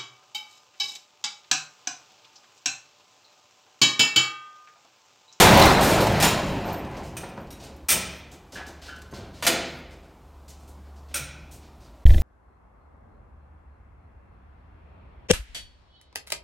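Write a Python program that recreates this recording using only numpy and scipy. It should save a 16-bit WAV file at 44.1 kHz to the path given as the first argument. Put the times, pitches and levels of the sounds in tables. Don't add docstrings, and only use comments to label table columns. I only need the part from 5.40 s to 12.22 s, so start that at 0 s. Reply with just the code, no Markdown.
import sys
import numpy as np
from scipy import signal
from scipy.fft import rfft, irfft
from scipy.io import wavfile
from scipy.ndimage import uniform_filter1d

SR = 44100
rng = np.random.default_rng(int(sys.argv[2]) if len(sys.argv) > 2 else 0)


def to_linear_factor(level_db):
    exponent = np.asarray(level_db, float) / 20
    return 10 ** exponent


def unload_audio(sound):
    columns = np.transpose(np.atleast_2d(sound))
    steps = np.round(np.clip(columns, -1, 1) * 32767)
    wavfile.write(sys.argv[1], SR, steps.astype(np.int16))


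N = 300762

# t/s, level/dB
CURTAIN_SHAKE = [
    (0.0, -15),
    (0.14, -15.5),
    (0.45, -21.5),
    (0.8, -24.5),
    (1.17, -29.5),
    (1.5, -36),
    (1.74, -41),
    (2.45, -50),
]
# t/s, rattle level/dB
SURGES = [
    (0.202, -12.5),
    (0.266, -14),
    (0.59, -23.5),
    (0.77, -27.5),
    (0.855, -19),
    (1.3, -36),
    (1.56, -44.5),
    (1.85, -43.5),
    (1.991, -51),
    (2.26, -54),
]
# f/Hz, density/dB
BOOM_SPECTRUM = [(12, -33), (20, -19.5), (54, 0.5), (173, 1), (276, -3.5), (387, -6), (420, -20),
                 (500, -9.5), (650, -40.5), (1100, -120)]
SLAT_SPECTRUM = [(120, -26), (200, 1), (278, -13), (385, 0.5), (496, -6), (540, 0), (660, 2.5), (986, -0.5),
                 (1210, -11.5), (2500, -12), (3250, -19), (5500, -120)]
HISS_SPECTRUM = [(590, -27), (1000, -3), (1290, -0.5), (1550, -5), (3080, -10), (3840, -7.5), (9170, -23.5),
                 (10300, -23), (12400, -25.5), (16000, -30.5)]
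# f/Hz, level/dB, t60/s
SHEET_MODES = [(120, -8.5, .25), (165, 2, 0.13), (232, -4.5, 0.4), (318.6, 1.5, .3), (390, -1, .3),
               (548.6, 4, 0.35), (670, -2.5, .3), (691, -5, 0.33), (770, -8, .3), (1040, -7, 0.55)]
BOOM_DB, SLAT_DB, HISS_DB, SHEET_DB = -1.3, 1, -3, -10.5
SLAT_FOLLOW, HISS_FOLLOW, SHEET_FOLLOW = 1.23, 1.72, 0.99
SURGE_RISE_S, SURGE_FALL_DB_PER_S = 0.05, 122.5
SURGE_HISS_DB, SURGE_SHEET_DB = -5.5, -8

# t/s, peak level/dB, curtain boom/dB, clatter length/s, ring level/dB
OPENING = [
    (0.0, 1.5, -6, 0.011, -5),
    (0.02, -12.5, -18, 0.01, -3.5),
]
KNOCKS = [
    (0.2164, -10, -27, 0.004, 13),
    (0.223, -10, -27, 0.005, 14),
]
PULLS = [
    (0.4078, -12.5, -23, 0.024, -8.5),
    (0.4292, -14, 7, 0.11, -4),
    (0.6039, -17, 5.5, 0.0094, 0),
    (0.7995, -10, -21.5, 0.012, -8),
    (0.8236, -5, -34, 0.021, 4),
    (1.0569, -39, -11, 0.026, 7.5),
]
PAWLS = [
    (0.4292, -24, -20, .02, 10),
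    (0.606, -27, -20, .02, 8),
]
FIRST_SLAP = [
    (1.7668, -21.5, -6.5, 0.012, 5.4),
    (1.80, -35, 0, 0.02, 3),
]
CLINKS = [
    (2.1045, -33, -10, .008, 8.0),
]
HOOKS = [
    (2.236, -38, -10, .01, 8),
    (3.711, -45, -10, .006, 10),
]
SLAPS = [
    (2.4845, -2, -18.5, 0.022, -1),
    (2.508, -3, -19, 0.022, -0.5),
]
BANGS = [
    (4.0235, -16, -7.5, 0.027, 5),
    (4.048, -15, -17, 0.011, 8),
    (4.0655, -0.5, -11, 0.016, -3.5),
    (4.09, -10, -8.0, 0.013, -4),
    (4.11, -19.5, 2.5, 0.027, 0),
]
LAST_SLAP = [
    (5.740, -13, -17.5, 0.032, 3.8),
]
# f/Hz, level/dB, t60/s
WHEEL_MODES = [(1790, -2, .04), (4050, -5, .02), (5500, -6, .03), (8450, -8, .04), (11000, -6, .04),
               (15200, -10, .03), (7100, -1, .06), (12800, -5, .05)]
DRUM_MODES = [(3700, -1, .025), (4050, 3, 0.033), (4600, -12, .02), (5430, 0, .02)]
PAWL_MODES = [(11300, -6, .05), (12300, -4, .05), (12900, 0, .09), (13500, -5, .06), (15300, -5, .05)]
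RAIL_TOP_MODES = [(1350, -1, .05), (2460, 1, .07), (2540, 3, .09), (4340, -9, .03), (6560, -5, .05),
                  (8780, 4, .17), (9485, -7, .04), (10110, -8, .04), (12250, -10, .03)]
RAIL_MODES = [(3424, -6, .05), (3682, -8, .05), (4400, -11, .04), (5405, -9, .04), (5630, -9, .04),
              (6056, -9, .025), (6300, -6, .03), (6530, -5, .04), (1350, -7, .03), (2090, -9, .05),
              (2450, -3, .05), (2540, 0, .06), (8780, 2, .09), (9200, -8, .03)]
RAIL_FOOT_MODES = [(581, -10, .2), (1360, -8, .1), (1560, 1, .035), (2500, 0, .05), (2600, -4, .03),
                   (2700, -5, .05), (3480, -5, .025), (4050, -6, .02), (5670, -6, .04), (5910, -7, .04),
                   (7200, -8, .04), (8790, 4, .12), (9720, -9, .03)]
LINK_MODES = [(3870, -3.5, 0.095), (4284, -6.5, 0.07), (5170, -14, .2), (5670, 0, 0.131), (6090, -9, 0.13),
              (6840, -4.5, 0.11), (7924, -19.5, .15), (8790, -14, .2), (8500, -8, .08), (9850, -8, .12),
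              (10700, -13, .1), (11730, -16, .15), (12430, -5, 0.123), (13180, -18.5, .15),
              (13470, -3.5, .12)]
HOOK_MODES = [(4600, -6, .06), (6350, -2, .09), (7180, 0, .15), (8700, -6, .08), (9300, -7, .15),
              (11730, -8, .08), (13400, -11, .06)]
POST_MODES = [(690, 2, .15), (1570, 0, .04), (1965, 0, .07), (2450, -1, .05), (2720, -4, .07),
              (3060, -1, .05), (3550, -3, .07), (4045, 1, .05), (4740, -1, .07), (5900, -5, .03),
              (6890, 0, .06), (7550, -6, .06), (11390, -3, .05), (12800, -5, .05)]
# f/Hz, density/dB
CLATTER_SPECTRUM = [(410, -33.5), (700, -12), (1370, -10.5), (1730, -7), (2440, -4.5), (2820, -5),
                    (5970, -8.5), (7860, -9.5), (8620, -8), (14800, -15), (16200, -26)]
RASP_SPECTRUM = [(410, -48), (1000, -32), (1370, -8), (2150, -13), (2550, -6), (4600, -11), (6200, -5),
                 (7700, -10), (8620, -3), (16200, -13)]
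THUD_SPECTRUM = [(47, -39.5), (100, -12), (150, -8.5), (210, -7.5), (350, -8.5), (684, -8.5), (1160, -21.5),
                 (1500, -17), (1950, -31), (3300, -120)]

# t/s, peak level/dB, f/Hz
RATTLES = [(0.08, -6, 724), (0.172, -5, 756), (0.207, -5.5, 740), (0.254, 1.5, 837), (0.356, -11, 710),
           (0.376, -11, 1010), (0.396, -10, 770), (0.534, -14, 830), (0.591, -16, 797), (0.717, -13, 721),
           (0.752, -12, 867), (0.805, -12.5, 1790),
           (0.2165, -6, 3900), (0.224, -6, 4300), (0.13, -7, 800), (0.3, -7, 850), (1.836, -27, 760),
        (1.867, -28, 600), (1.978, -23, 850)]
RATTLE_T60_S, RATTLE_DB = 0.012, -7
# t/s, level/dB, f/Hz, t60/s
SWAYS = [
    (2.52, -39.5, 172.6, 0.56),
    (3.79, -42, 120, .4),
    (5.79, -42.5, 147, .6),
    (4.07, -32, 668, .5),
    (4.27, -42, 150, .3),
]
SWAY_RISE_S = 0.03
# t/s, peak level/dB, curtain boom/dB, centre f/Hz
TICKS = [(0.105, -20.5, -20, 9000), (0.145, -16, -20.5, 9000), (0.172, -7, -19, 13000),
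         (0.195, -9.5, -31, 13000), (0.2551, -7, -4, 14000), (.315, -21.5, -21.5, 12970),
         (0.6678, -15, -13, 6960), (0.722, -25, 3, 12000), (1.084, -47, 3, 9000), (1.329, -32.5, -5, 11000),
         (1.447, -35.5, -10.5, 4840), (1.51, -39.5, -8.5, 5850), (1.819, -43.5, -11, 14000),
         (1.887, -42.5, -9, 14000), (1.9755, -38, 7, 3000), (2.070, -42.5, -10, 4500),
         (2.363, -42.5, -8, 13000), (3.56, -34, -1.5, 4940), (3.585, -42, -8, 8000),
         (3.617, -31.5, -6.5, 5980), (3.7245, -28.5, -9.5, 900), (4.0244, -11.5, -23.5, 1285),
         (5.714, -38, -6, 3020)]
# t/s, peak level/dB, curtain boom/dB, length/s, centre f/Hz
BRUSHES = [(1.238, -35.5, 17.5, 0.016, 2970), (1.566, -33.5, 9.5, 0.013, 5040),
           (1.63, -37, -13, 0.05, 6330), (1.9765, -31.5, 2, 0.0036, 810), (1.995, -42, -5, 0.045, 800),
           (2.194, -35.5, 0, 0.073, 4800), (2.913, -37, 1, 0.025, 6900), (3.119, -30.5, 1.5, 0.04, 5540),
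           (3.154, -28, -13, 0.033, 2800), (3.264, -32.5, 3.5, 0.018, 6040), (3.414, -33, -7, 0.056, 4600),
           (3.459, -32.5, -6, 0.036, 3800), (3.734, -32, 1, 0.046, 4400), (3.796, -41.5, 8, 0.065, 3110),
           (3.929, -38.5, -1, 0.15, 4400), (4.506, -42, 6, 0.027, 5000), (4.629, -49.5, 3, 0.026, 3970),
           (5.079, -35.5, -11, 0.03, 6830), (5.193, -49, -16.5, 0.047, 7500),
           (5.276, -41.5, 1.5, 0.021, 8770), (5.453, -53.5, 10, 0.035, 4040), (5.558, -47.5, 5, 0.03, 5370),
           (5.682, -43.5, 2.5, 0.043, 4000), (6.11, -35.5, -7.5, 0.04, 8700),
           (6.211, -45.5, 0.5, .057, 4020), (6.401, -46, 3.5, 0.063, 5070), (2.62, -44.5, -17, 0.2, 11900),
           (4.22, -49, -20, .25, 12000)]
TICK_S, TICK_FALL_S, BRUSH_FALL_S = 0.003, 0.008, 0.028
RISE_SHARE = 0.12

# t/s, peak level/dB, length/s, tilt/(dB/octave)
STEPS = [
    (1.831, -25, 0.0075, 3.5),
    (1.976, -26.5, 0.0062, 3.5),
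    (2.531, -23.5, 0.043, 3.5),
    (3.19, -31.5, 0.025, 10.5),
    (3.725, -27, 0.015, 0.5),
    (3.787, -27.5, 0.022, -2),
    (5.802, -33.5, 0.022, -1.5),
    (6.147, -34.5, 0.012, -4.5),
]
# f/Hz, density/dB
HEEL_SPECTRUM = [(41, -42.5), (70, -1.5), (123, -6.5), (167, -10.5), (590, -18.5), (781, -17.5),
                 (2000, -38), (2600, -53), (4400, -120)]
# t/s, length/s, f/Hz, level/dB, octave share
SQUEAKS = [
    (3.151, 0.14, 1550, -42.5, .1),
    (3.478, 0.18, 1400, -47.5, .3),
    (3.49, .1, 1530, -49.5, 0.72),
]
SQUEAK_RISE_S, SQUEAK_FADE_DB_PER_S, SQUEAK_SAG_HZ_PER_S = 0.01, 107, 294
# t/s, peak level/dB, length/s
CHIRPS = [
    (1.056, -51, 0.013),
    (1.087, -42, .05),
    (1.25, -31, .02),
    (1.323, -22, 0.008),
    (1.373, -33, 0.013),
    (1.4194, -61, .034),
    (1.744, -45, .006),
    (2.004, -44, 0.008),
]
CHIRP_HZ = 13600

# t/s, signed push
JOLTS = [
    (6.651, 0.67),
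    (6.669, 0.4),
    (6.689, -0.5),
    (6.704, .5),
    (6.727, 0.36),
    (6.757, -0.3),
    (6.796, 0.2),
]
# t/s, slip level/dB, length/s
CREAKS = [
    (6.655, -37, 0.0039),
    (6.662, -31, 0.00554),
    (6.6935, -35, 0.004),
    (6.701, -33, 0.008),
    (6.71, -49, 0.0042),
    (6.736, -36, 0.004),
    (6.743, -31.5, 0.0053),
    (6.779, -34, 0.005),
]
# f/Hz, level/dB, t60/s
MOUNT_MODES = [(23, 10.5, 0.079), (60, 7.5, 0.19), (79.1, -2.5, 0.4)]
PLASTIC_MODES = [(1780, -4, 0.018), (1980, 2, 0.016), (2400, -2, 0.0055), (2800, -2, .005),
                 (3200, -2, 0.0081), (3530, 1, 0.008), (3800, -6, 0.0076)]
SHELL_MODES = [(230, 4, 0.07), (333.7, 3, 0.051), (536, 1, 0.06), (620, 3, 0.074), (760, 5, 0.054)]

# f/Hz, t60/s
GARAGE_T60 = [(120, 1.2), (330, 1.27), (870, 0.86), (2300, 0.94), (6060, 0.57), (12000, 0.22),
              (16000, 0.33)]
# t/s, speed f/Hz, level/dB
HUM = [(2.2, 73.3, -54.5), (2.45, 70.3, -47), (2.72, 70.4, -47), (3.04, 76.1, -57.5), (3.241, 74.8, -50),
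       (3.7, 72.4, -49), (4.1, 74.8, -50), (4.46, 74.5, -50), (4.81, 74, -58), (4.96, 72, -49.5),
       (5.6, 71.5, -44), (6.18, 72.6, -47.5), (6.5, 72, -59.5)]
# f/Hz, density/dB
AIR_SPECTRUM = [(59, -22), (100, -3.5), (239, -8.5), (261, -10), (303, -9), (473, -15), (724, -12.5),
                (858, -14), (996, -14), (1770, -28), (16200, -43)]
STUDIO_SPECTRUM = [(100, -37), (230, -14), (585, -21), (1000, -32), (1500, -36), (1800, -33.5), (4150, -33),
                   (13000, -36.5), (16200, -38.5)]
RUMBLE_DB, AIR_DB, STUDIO_DB = -54, -53, -41
CUT_S, BACK_S = 6.645, 6.654


def curtain():
    t = np.arange(N) / SR
    shake_db = np.interp(t, *np.transpose(CURTAIN_SHAKE), right=-120)
    start_db = CURTAIN_SHAKE[0][1]
    lost_db = shake_db - start_db
    surge_power = np.zeros(N)
    for s, db in SURGES:
        rise = np.clip(1 + (t - s) / SURGE_RISE_S, 0, 1)
        fall_db = SURGE_FALL_DB_PER_S * np.maximum(t - s, 0)
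        surge_power += rise ** 2 * to_linear_factor(2 * (db - fall_db))

    def level(db, follow, surge_db):
        steady_power = to_linear_factor(2 * (start_db + db + follow * lost_db))
        return np.sqrt(steady_power + to_linear_factor(2 * surge_db) * surge_power)

    knocks = (rng.random(N) < 45 / SR) * to_linear_factor(3.5 * np.minimum(rng.exponential(1, N), 3))
    flares = signal.lfilter([1], [1, -np.exp(-1 / (0.0032 * SR))], knocks)
    jolted = 1 + 0.14 * flares
    boom = to_linear_factor(shake_db + BOOM_DB) * patchy(BOOM_SPECTRUM, patchy_db=1.5, size=2048)
    slats = evened(jolted * patchy(SLAT_SPECTRUM, patchy_db=-2.0, size=1024))
    panel = evened(signal.fftconvolve(jolted * rng.standard_normal(N), ring(SHEET_MODES, size=16384))[:N])
    hiss = evened(jolted * patchy(HISS_SPECTRUM, patchy_db=2.0, size=512))
    return (boom + level(SHEET_DB, SHEET_FOLLOW, SURGE_SHEET_DB) * panel
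            + level(SLAT_DB, SLAT_FOLLOW, 0) * slats + level(HISS_DB, HISS_FOLLOW, SURGE_HISS_DB) * hiss)


def metal():
    rasp, clatter = RASP_SPECTRUM, CLATTER_SPECTRUM
    return (chain(SLAPS, RAIL_MODES, rasp, rise=0.005, split=25, tilt_db=1.2, contact=0.52, grain_db=3.0, fall=0.017)
            + chain(FIRST_SLAP, RAIL_TOP_MODES, rasp, rise=0.0018, split=31, tilt_db=-2.5, contact=0.7,
                    grain_db=0.5, fall=0.0178)
            + chain(LAST_SLAP, RAIL_FOOT_MODES, rasp, rise=0.003, split=19, tilt_db=-1.2, contact=0.45,
                    grain_db=4.5, fall=0.019)
            + chain(BANGS, POST_MODES, clatter, rise=0.0017, split=67, tilt_db=-0.5, contact=0.32,
                    grain_db=4.0, fall=0.0078)
            + chain(CLINKS, LINK_MODES, clatter, rise=0.00037, split=7.5, tilt_db=2.5, contact=0.36,
                    grain_db=6.0, fall=0.03)
            + chain(HOOKS, HOOK_MODES, clatter, rise=0.0011, split=9, tilt_db=2.0, contact=0.46,
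                    grain_db=2.5, fall=0.016)
            + chain(PULLS, WHEEL_MODES, clatter, rise=0.0018, split=24, tilt_db=-0.1, contact=0.45,
                    grain_db=2.5, fall=0.039)
            + chain(OPENING, WHEEL_MODES, clatter, rise=0.00043, split=40, tilt_db=-0.5, contact=0.1,
                    grain_db=3.0, fall=0.049)
            + chain(KNOCKS, DRUM_MODES, clatter, rise=0.00047, split=60, tilt_db=4.0, contact=0.26,
                    grain_db=5.0, fall=0.0067)
            + chain(PAWLS, PAWL_MODES, clatter, rise=0.002, split=30, tilt_db=4.0, contact=0.3,
                    grain_db=3, fall=0.03))


def chain(blows, modes, colour, rise, split, tilt_db, contact, grain_db, fall):
    out = np.zeros(N)
    answer = ring(modes, size=8192, split=split)
    for s, peak_db, boom_db, length, ring_db in blows:
        swarm = burst(length, rise, grain_db, fall)
        add(out, s, to_linear_factor(peak_db - 17.0) * shaped(swarm, colour, tilt_db))
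        strike = 0.7 * swarm
        strike[round(rise * SR)] += contact * np.linalg.norm(swarm)
        add(out, s, to_linear_factor(peak_db - 23.0 + ring_db) * signal.fftconvolve(strike, answer))
        add(out, s, to_linear_factor(peak_db - 20.0 + boom_db) * thud(length, rise))
    return out


def thud(length, rise):
    slow = burst(length + 0.024, rise=rise + 0.011, grain_db=-4.0)
    return shaped(slow, THUD_SPECTRUM, fade=250)


def rattles():
    out = np.zeros(N)
    t = np.arange(1024) / SR
    for s, db, hz in RATTLES:
        pair = np.sin(2 * np.pi * hz * t) + 0.6 * np.sin(2 * np.pi * 1.7 * hz * t)
        decay = to_linear_factor(db + RATTLE_DB - 60 * t / RATTLE_T60_S)
        add(out, s, decay * np.minimum(t / 0.001, 1) * pair)
    t = np.arange(16384) / SR
    fade = np.cos(t / t[-1] * np.pi / 2)
    for s, db, hz, t60 in SWAYS:
        shape = to_linear_factor(db - 60 * t / t60) * np.minimum(t / SWAY_RISE_S, 1) * fade
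        add(out, s, shape * np.sin(2 * np.pi * hz * t))
    return out


def brushes(touches, fall):
    out = np.zeros(N)
    for s, peak_db, boom_db, length, hz in touches:
        rise = RISE_SHARE * length
        hump = [(0.12 * hz, -20), (0.35 * hz, -5), (hz, 0), (1.7 * hz, -8), (4.0 * hz, -26), (8.0 * hz, -55)]
        swarm = burst(length, max(rise, 0.0005), fall=fall)
        add(out, s, to_linear_factor(peak_db - 18.0) * shaped(swarm, hump))
        add(out, s, to_linear_factor(peak_db - 19.0 + boom_db) * thud(length, rise))
    return out


def steps():
    out = np.zeros(N)
    for s, db, length, tilt_db in STEPS:
        swarm = burst(length, rise=0.0013, fall=0.012)
        add(out, s, to_linear_factor(db - 12.0) * shaped(swarm, HEEL_SPECTRUM, tilt_db))
    return out


def squeaks():
    out = np.zeros(N)
    for s, length, hz, db, octave in SQUEAKS:
        t = np.arange(min(round(length * SR), 8192)) / SR
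        wander, grip = uniform_filter1d(rng.standard_normal((2, 8192)), size=100)[:, :len(t)] * 10
        pitch_hz = (hz - SQUEAK_SAG_HZ_PER_S * t) * (1 + 0.013 * wander)
        phase = 2 * np.pi * np.cumsum(pitch_hz) / SR
        whistles = np.sin(phase) + 1.35 * np.sin(1.1 * phase) + octave * np.sin(2 * phase)
        tone = np.sqrt(2) * whistles * to_linear_factor(3.9 * grip)
        shape = np.minimum(t / SQUEAK_RISE_S, 1) * to_linear_factor(db - SQUEAK_FADE_DB_PER_S * t)
        add(out, s, shape * tone * signal.windows.tukey(len(t), 0.1))
    for s, db, length in CHIRPS:
        once = resonate(burst(length), CHIRP_HZ, 700)
        add(out, s, to_linear_factor(db - 5.0) * resonate(once, CHIRP_HZ, 700))
    return out


def mount():
    push, slips = np.zeros(N), np.zeros(N)
    for s, force in JOLTS:
        add(push, s, force * np.hanning(340))
    for s, db, length in CREAKS:
        add(slips, s, to_linear_factor(db + 0.5) * burst(length, rise=0.0016, size=1024)[:round(length * SR)])
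    wobble = to_linear_factor(-15.0) * signal.fftconvolve(push, ring(MOUNT_MODES, size=8192))[:N]
    joint = signal.butter(4, [1650, 4000], "band", fs=SR, output="sos")
    creak = signal.sosfilt(joint, signal.fftconvolve(slips, ring(PLASTIC_MODES, size=4096))[:N])
    dull_slips = uniform_filter1d(slips, size=36)
    body = to_linear_factor(4.5) * signal.fftconvolve(dull_slips, ring(SHELL_MODES, size=8192))[:N]
    hush = to_linear_factor(STUDIO_DB) * patchy(STUDIO_SPECTRUM, patchy_db=1.5, size=512)
    return wobble + creak + body + hush


def garage(x):
    taps = np.zeros((2, SR))
    at = np.arange(100, SR - 20, 20)
    places = at + rng.integers(0, 20, (2, len(at)))
    signs = rng.choice([-1., 1.], (2, len(at)))
    np.put_along_axis(taps, places, signs, 1)
    hz, t, z = signal.stft(taps, SR, nperseg=256)
    t60_s = np.clip(read(GARAGE_T60, hz), 0.05, 3)[:, None]
    tail = signal.istft(z * to_linear_factor(-60 * t / t60_s), SR, nperseg=256)[1]
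    turn = 2 * np.pi * 9 * np.arange(N) / SR
    fed = x * np.array([np.cos(turn), np.sin(turn)])
    return signal.fftconvolve(fed, tail / np.linalg.norm(tail[0]), axes=1)[:, :N].sum(0)


def machine():
    s, speed_hz, hum_db = np.transpose(HUM)
    t = np.arange(N) / SR
    hum = np.sqrt(2) * np.sin(2 * np.pi * np.cumsum(np.interp(t, s, speed_hz)) / SR)
    rumble = evened(resonate(resonate(rng.standard_normal(N), 50, 22), 50, 22))
    air = to_linear_factor(AIR_DB) * patchy(AIR_SPECTRUM, patchy_db=1.6, size=2048)
    return to_linear_factor(np.interp(t, s, hum_db)) * hum + to_linear_factor(RUMBLE_DB) * rumble + air


def burst(length, rise=0.0026, grain_db=3.0, fall=0.022, size=8192):
    t = np.arange(size) / SR
    shape = np.clip(t / rise, 0, 1) * np.exp(-np.maximum(t - max(length, 0.002), 0) / fall)
    sign, force = rng.standard_normal(size), rng.exponential(1, size)
    return evened(sign * to_linear_factor(grain_db * np.minimum(force, 4))) * shape


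def ring(modes, size, split=0.0):
    t = np.arange(size) / SR
    beat = 1 + 0.28 * np.cos(2 * np.pi * split * t)
    y = sum(to_linear_factor(db - 60 * t / t60) * np.sin(2 * np.pi * hz * t) * beat for hz, db, t60 in modes)
    return y / np.linalg.norm(y)


def shaped(swarm, colour, tilt_db=0, fade=40):
    y = coloured(swarm, colour, tilt_db)
    y = y * np.linalg.norm(swarm) / np.linalg.norm(y)
    return y * np.minimum(np.arange(len(y)) / fade, 1)


def coloured(x, spectrum, tilt_db=0):
    hz = np.fft.rfftfreq(len(x), 1 / SR)
    gain_db = read(spectrum, hz) + tilt_db * np.log2(np.maximum(hz, 100) / 4000)
    return irfft(rfft(x) * to_linear_factor(gain_db), len(x))


def patchy(spectrum, patchy_db, size):
    hz = np.fft.rfftfreq(size, 1 / SR)
    a, b, patches = rng.standard_normal((4 * N // size + 5, len(hz), 3)).T
    patches = uniform_filter1d(uniform_filter1d(patches, size=6, axis=0), size=8, axis=1)
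    z = (a + 1j * b) * to_linear_factor(read(spectrum, hz)[:, None] + patchy_db * evened(patches))
    return evened(signal.istft(z, nperseg=size, noverlap=3 * size // 4)[1][:N])


def resonate(x, hz, width):
    turn = np.exp(2j * np.pi * np.cumsum(hz * np.ones(len(x))) / SR)
    r = np.exp(-np.pi * width / SR)
    return 2 * (turn * signal.lfilter([1 - r], [1, -r], x / turn)).real


def read(points, hz):
    f, value = np.transpose(points)
    return np.interp(np.log(hz + 1), np.log(f + 1), value, left=value[0], right=value[-1])


def evened(x):
    return x / np.sqrt(np.mean(x ** 2) + 1e-20)


def add(mix, s, sound):
    part = mix[round(s * SR):][:len(sound)]
    part += sound[:len(part)]


def scene():
    ticks = brushes([(s, db, boom_db, TICK_S, hz) for s, db, boom_db, hz in TICKS], TICK_FALL_S)
    near = metal() + ticks + brushes(BRUSHES, BRUSH_FALL_S) + steps() + rattles()
    no_bass = signal.butter(2, 75, "high", fs=SR, output="sos")
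    near = signal.sosfilt(no_bass, near)
    shoes = squeaks()
    first = to_linear_factor(2.0) * near + shoes + to_linear_factor(-3.0) * garage(near + 0.5 * shoes) + curtain() + machine()
    t = np.arange(N) / SR
    fade_out = np.clip((CUT_S - t) / 0.0019, 0, 1)
    fade_in = np.clip((t - BACK_S) / 0.00155, 0, 1)
    mono = first * fade_out + mount() * fade_in
    return np.array([mono, mono])


def roll_off(x):
    return signal.sosfilt(signal.butter(12, 16840, fs=SR, output="sos"), x)


def record(dry):
    dipped = dry - 0.53 * resonate(dry[0], 10400, 900)
    overloaded = 1.494 * np.tanh(dipped / 1.506)
    x = signal.oaconvolve(overloaded, signal.firwin(511, 16100, fs=SR)[None], "same")
    edge = to_linear_factor(-41.5) * np.diff(x[0], 2, prepend=[0, 0])
    return roll_off(x + [edge, -edge])


dry = scene()
out = record(dry)
unload_audio(out)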